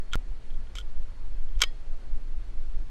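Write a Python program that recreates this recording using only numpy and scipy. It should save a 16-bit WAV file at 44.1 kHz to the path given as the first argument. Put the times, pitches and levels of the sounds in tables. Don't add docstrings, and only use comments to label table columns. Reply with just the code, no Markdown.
import sys
import numpy as np
from scipy import signal
from scipy.fft import rfft, irfft
from scipy.io import wavfile
from scipy.ndimage import uniform_filter1d

SR = 44100
rng = np.random.default_rng(int(sys.argv[2]) if len(sys.argv) > 2 else 0)


def int16_out(signal):
    q = np.round(np.clip(np.atleast_2d(signal).T, -1, 1) * 32767)
    wavfile.write(sys.argv[1], SR, q.astype(np.int16))


N = 127890
POP_S = 0.1559


def amp(db):
    return 10 ** (np.asarray(db) / 20)


def evened(x):
    return x / np.sqrt(np.mean(x ** 2) + 1e-20)


def read(points, hz):
    point_hz, point_db = np.transpose(points)
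    return np.interp(np.log(hz + 1), np.log(point_hz + 1), point_db)


def add(mix, start_s, sound):
    part = mix[round(start_s * SR):][:len(sound)]
    part += sound[:len(part)]


def coloured(points, size):
    hz = np.fft.rfftfreq(size, 1 / SR)
    spectrum = rfft(rng.standard_normal(size)) * amp(read(points, hz))
    return evened(irfft(spectrum, size))


def modal_ring(t, receiver_db, latch_db, catch_db, tone):
    # frequency in Hz, level in dB before the contact's own
    # levels, decay time t60 in seconds.
    receiver_modes = [(490, -28, 0.032), (1107, -8.5, 0.028), (1273, -9, 0.033), (1885, -34.5, 0.26),
                      (2040, -2.5, 0.019), (2258, -0.5, 0.025), (2652, -2.5, 0.021), (3850, -13.5, 0.046),
                      (4250, -37.5, 0.23), (4350, -21, 0.04), (4980, -35, 0.2), (4800, -5.5, 0.022),
                      (5440, -3.5, 0.018), (6280, -3, 0.018), (7500, -4.5, 0.015), (8300, -11.5, 0.014),
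                      (12200, -21, 0.027)]
    latch_modes = [(3114, 0.5, 0.026), (3278, 0.5, 0.031), (3250, -34.5, 0.25), (3550, -10, .03)]
    catch_modes = [(1415, 0.0062, 0.047)]
    scatter_db, detune = 1.5, 0.011
    hz, mode_db, t60 = np.transpose(receiver_modes + latch_modes + catch_modes)[:, :, None]
    counts = [len(receiver_modes), len(latch_modes), len(catch_modes)]
    part_db = np.repeat([receiver_db, latch_db, catch_db], counts)[:, None]
    level_draw, pitch_draw, phase = rng.standard_normal((3, len(hz), 1))
    modes = np.sin(2 * np.pi * hz * (1 + detune * pitch_draw) * t + phase)
    level_db = mode_db + part_db + tone(hz) + scatter_db * level_draw
    return (amp(level_db - 60 * t / t60) * modes).sum(0)


def contact_crack(t, crack_db, crack_s, tone):
    # frequency in Hz, relative level in dB before the treble shelf.
    crack_spectrum = [(250, -43), (500, 0), (850, -33.5), (1100, -2), (2400, -2.5), (3300, 4), (4500, -4),
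                      (7000, -4), (9000, -12), (13000, -20.5), (15000, -46), (17000, -80)]
    grit_db = 2
    tail_db, tail_t60 = -29, 0.12
    noise = coloured([(f, db + tone(f)) for f, db in crack_spectrum], len(t))
    grit = evened(signal.oaconvolve(rng.standard_normal(len(t)), np.hanning(50), "same"))
    decay = np.exp(-t / crack_s) + amp(tail_db - 60 * t / tail_t60)
    return amp(crack_db + grit_db * grit) * noise * decay


def blow(rise_s, receiver_db, latch_db, catch_db, crack_db, crack_s, treble_db):
    t = np.arange(8192) / SR

    def tone(hz):
        return treble_db / (1 + (4370 / hz) ** 4)

    ring = modal_ring(t, receiver_db, latch_db, catch_db, tone)
    crack = contact_crack(t, crack_db, crack_s, tone)
    onset = np.sin(np.pi / 2 * np.minimum(t / rise_s, 1)) ** 2
    return (ring + crack) * onset


def steel_contacts():
    # start in seconds, rise in seconds, level of the receiver,
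    # the latch, the catch and the crack in dB, crack decay constant in seconds, treble gain in dB.
    contacts = [(.1145, 0.0034, -70, -41, -68, -63, .006, -6),
                (.1240, 0.0028, -68, -35, -60, -44, 0.0062, -15),
                (.1336, 0.00055, -32.5, -26, -25.5, -30, 0.0014, -1),
                (0.142, 0.0027, -66, -38, -25.5, -34, 0.0055, -14),
                (.5038, 0.00061, -62, -46.5, -59, -51, 0.0033, -29.5),
                (0.541, 0.0011, -66, -55.5, -71.5, -59, 0.002, -10),
                (.6704, 0.0012, -60, -60, -56, -56, 0.0023, -14),
                (.7530, 0.0011, -41, -55, -50, -41.5, 0.0071, 1),
                (0.761, 0.0035, -54, -47.5, -58, -56, 0.0068, 0),
                (0.765, 0.0043, -50, -36, -54, -52, 0.0072, 4),
                (0.773, 0.00081, -45, -38, -62, -45, 0.0075, -9),
                (0.7838, 0.0011, -43.5, -33.5, -42, -44, 0.0078, 4.5),
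                (0.799, 0.0043, -51, -44, -44, -55, 0.013, 6),
                (0.81, 0.0022, -58, -41, -57, -64, 0.0051, 2),
                (1.486, 0.0014, -66, -55, -66, -62, 0.0027, -17),
                (1.554, .001, -62, -56.5, -70, -68, .003, -10),
                (1.5916, 0.0024, -49, -50, -58, -57, 0.0059, 4),
                (1.6047, 0.00082, -36.5, -41, -44, -36.5, 0.0081, -7),
                (1.6129, 0.0032, -36, -33, -46, -45, .005, 11),
                (1.6171, .002, -15, -14, -22.5, -16.5, 0.0036, 4.5),
                (1.6219, 0.00049, -17, -21, -34, -22.5, 0.0026, -4.5),
                (1.625, 0.0016, -52, -38, -38, -50, 0.0026, 4),
                (1.6357, 0.00053, -29, -18, -38, -28.5, 0.0033, -14),
                (1.6367, 0.0008, -22, -21, -38, -22, 0.0022, -6),
                (1.646, 0.0023, -39, -53, -52, -50, 0.003, -14)]
    before, after = np.zeros((2, N))
    for start_s, *settings in contacts:
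        add(before if start_s < POP_S else after, start_s, blow(*settings))
    uncut = np.arange(N) / SR < POP_S
    return before * uncut + after


def pop():
    t = np.arange(N) / SR - POP_S
    sink = -np.exp(np.minimum(t, 0) / 0.0098)
    return amp(-17.5) * np.where(t < 0, sink, 0)


def rumble():
    # frequency in Hz, relative level in dB per Hz.
    heave_spectrum = [(2, -18.5), (6, 5), (16, 4), (22, -6), (28, -27.5), (40, -87.5), (400, -150)]
    buffet_spectrum = [(12, -31.5), (22, 4), (30, 3.5), (40, 4), (60, -12.5), (90, -23.5), (200, -69.5),
                       (2000, -150)]
    # time in seconds, level of the heaves in dB, of the buffeting in dB.
    gusts = [(0.0, -33.5, -24), (0.05, -27, -86), (0.13, -27, -32.5), (0.21, -24.5, -39.5),
             (0.32, -30.5, -32), (0.42, -27, -46), (0.52, -13.5, -38.5), (0.73, -35, -35.5),
             (0.98, -23, -37.5), (1.22, -28, -38.5), (1.3, -17, -39), (1.33, -15.5, -34), (1.48, -18, -46),
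             (1.57, -21.5, -25.5), (1.77, -24.5, -47.5), (2.16, -25.5, -33), (2.33, -25.5, -58),
             (2.36, -29.5, -38.5), (2.82, -18.5, -34.5), (2.9, -39, -39.5)]
    t = np.arange(N) / SR
    gust_s, heave_db, buffet_db = np.transpose(gusts)
    heave = amp(np.interp(t, gust_s, heave_db)) * coloured(heave_spectrum, N)
    buffeting = amp(np.interp(t, gust_s, buffet_db)) * coloured(buffet_spectrum, N)
    return heave + buffeting


def hiss():
    # frequency in Hz, relative level in dB per Hz.
    hiss_spectrum = [(40, -20), (70, 2.5), (150, -7.5), (300, -10.5), (1000, -19.5), (2000, -23),
                     (4300, -29.5), (9500, -39.5), (11500, -45.5), (13000, -57), (14100, -76), (16000, -91)]
    patch_db, flicker_db = 1.02, -0.27
    frames, hz = N // 256 + 5, np.fft.rfftfreq(1024, 1 / SR)
    real, imaginary, patches = rng.standard_normal((3, len(hz), frames))
    patches = uniform_filter1d(patches, size=10, axis=0)
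    patches = evened(uniform_filter1d(patches, size=10, axis=1))
    flicker = evened(uniform_filter1d(rng.standard_normal(frames), size=4))
    level_db = read(hiss_spectrum, hz)[:, None] + patch_db * patches + flicker_db * flicker
    frame_spectra = (real + 1j * imaginary) * amp(level_db)
    noise = signal.istft(frame_spectra, nperseg=1024, noverlap=768)[1][:N]
    return amp(-54.5) * evened(noise)


def whine():
    whine_hz, width_hz, level_db = 4290, 23, -78.5
    radius = np.exp(-np.pi * width_hz / SR)
    turn = 2 * np.pi * whine_hz / SR
    poles = [1, -2 * radius * np.cos(turn), radius * radius]
    return amp(level_db) * evened(signal.lfilter([1], poles, rng.standard_normal(N)))


def scene():
    return (steel_contacts() + pop() + rumble() + hiss() + whine())[None]


def record(dry):
    lowpass = signal.firwin(511, 15800, window=("kaiser", 9), fs=SR)
    return signal.oaconvolve(dry, lowpass[None], "same")


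dry = scene()
out = record(dry)
int16_out(out)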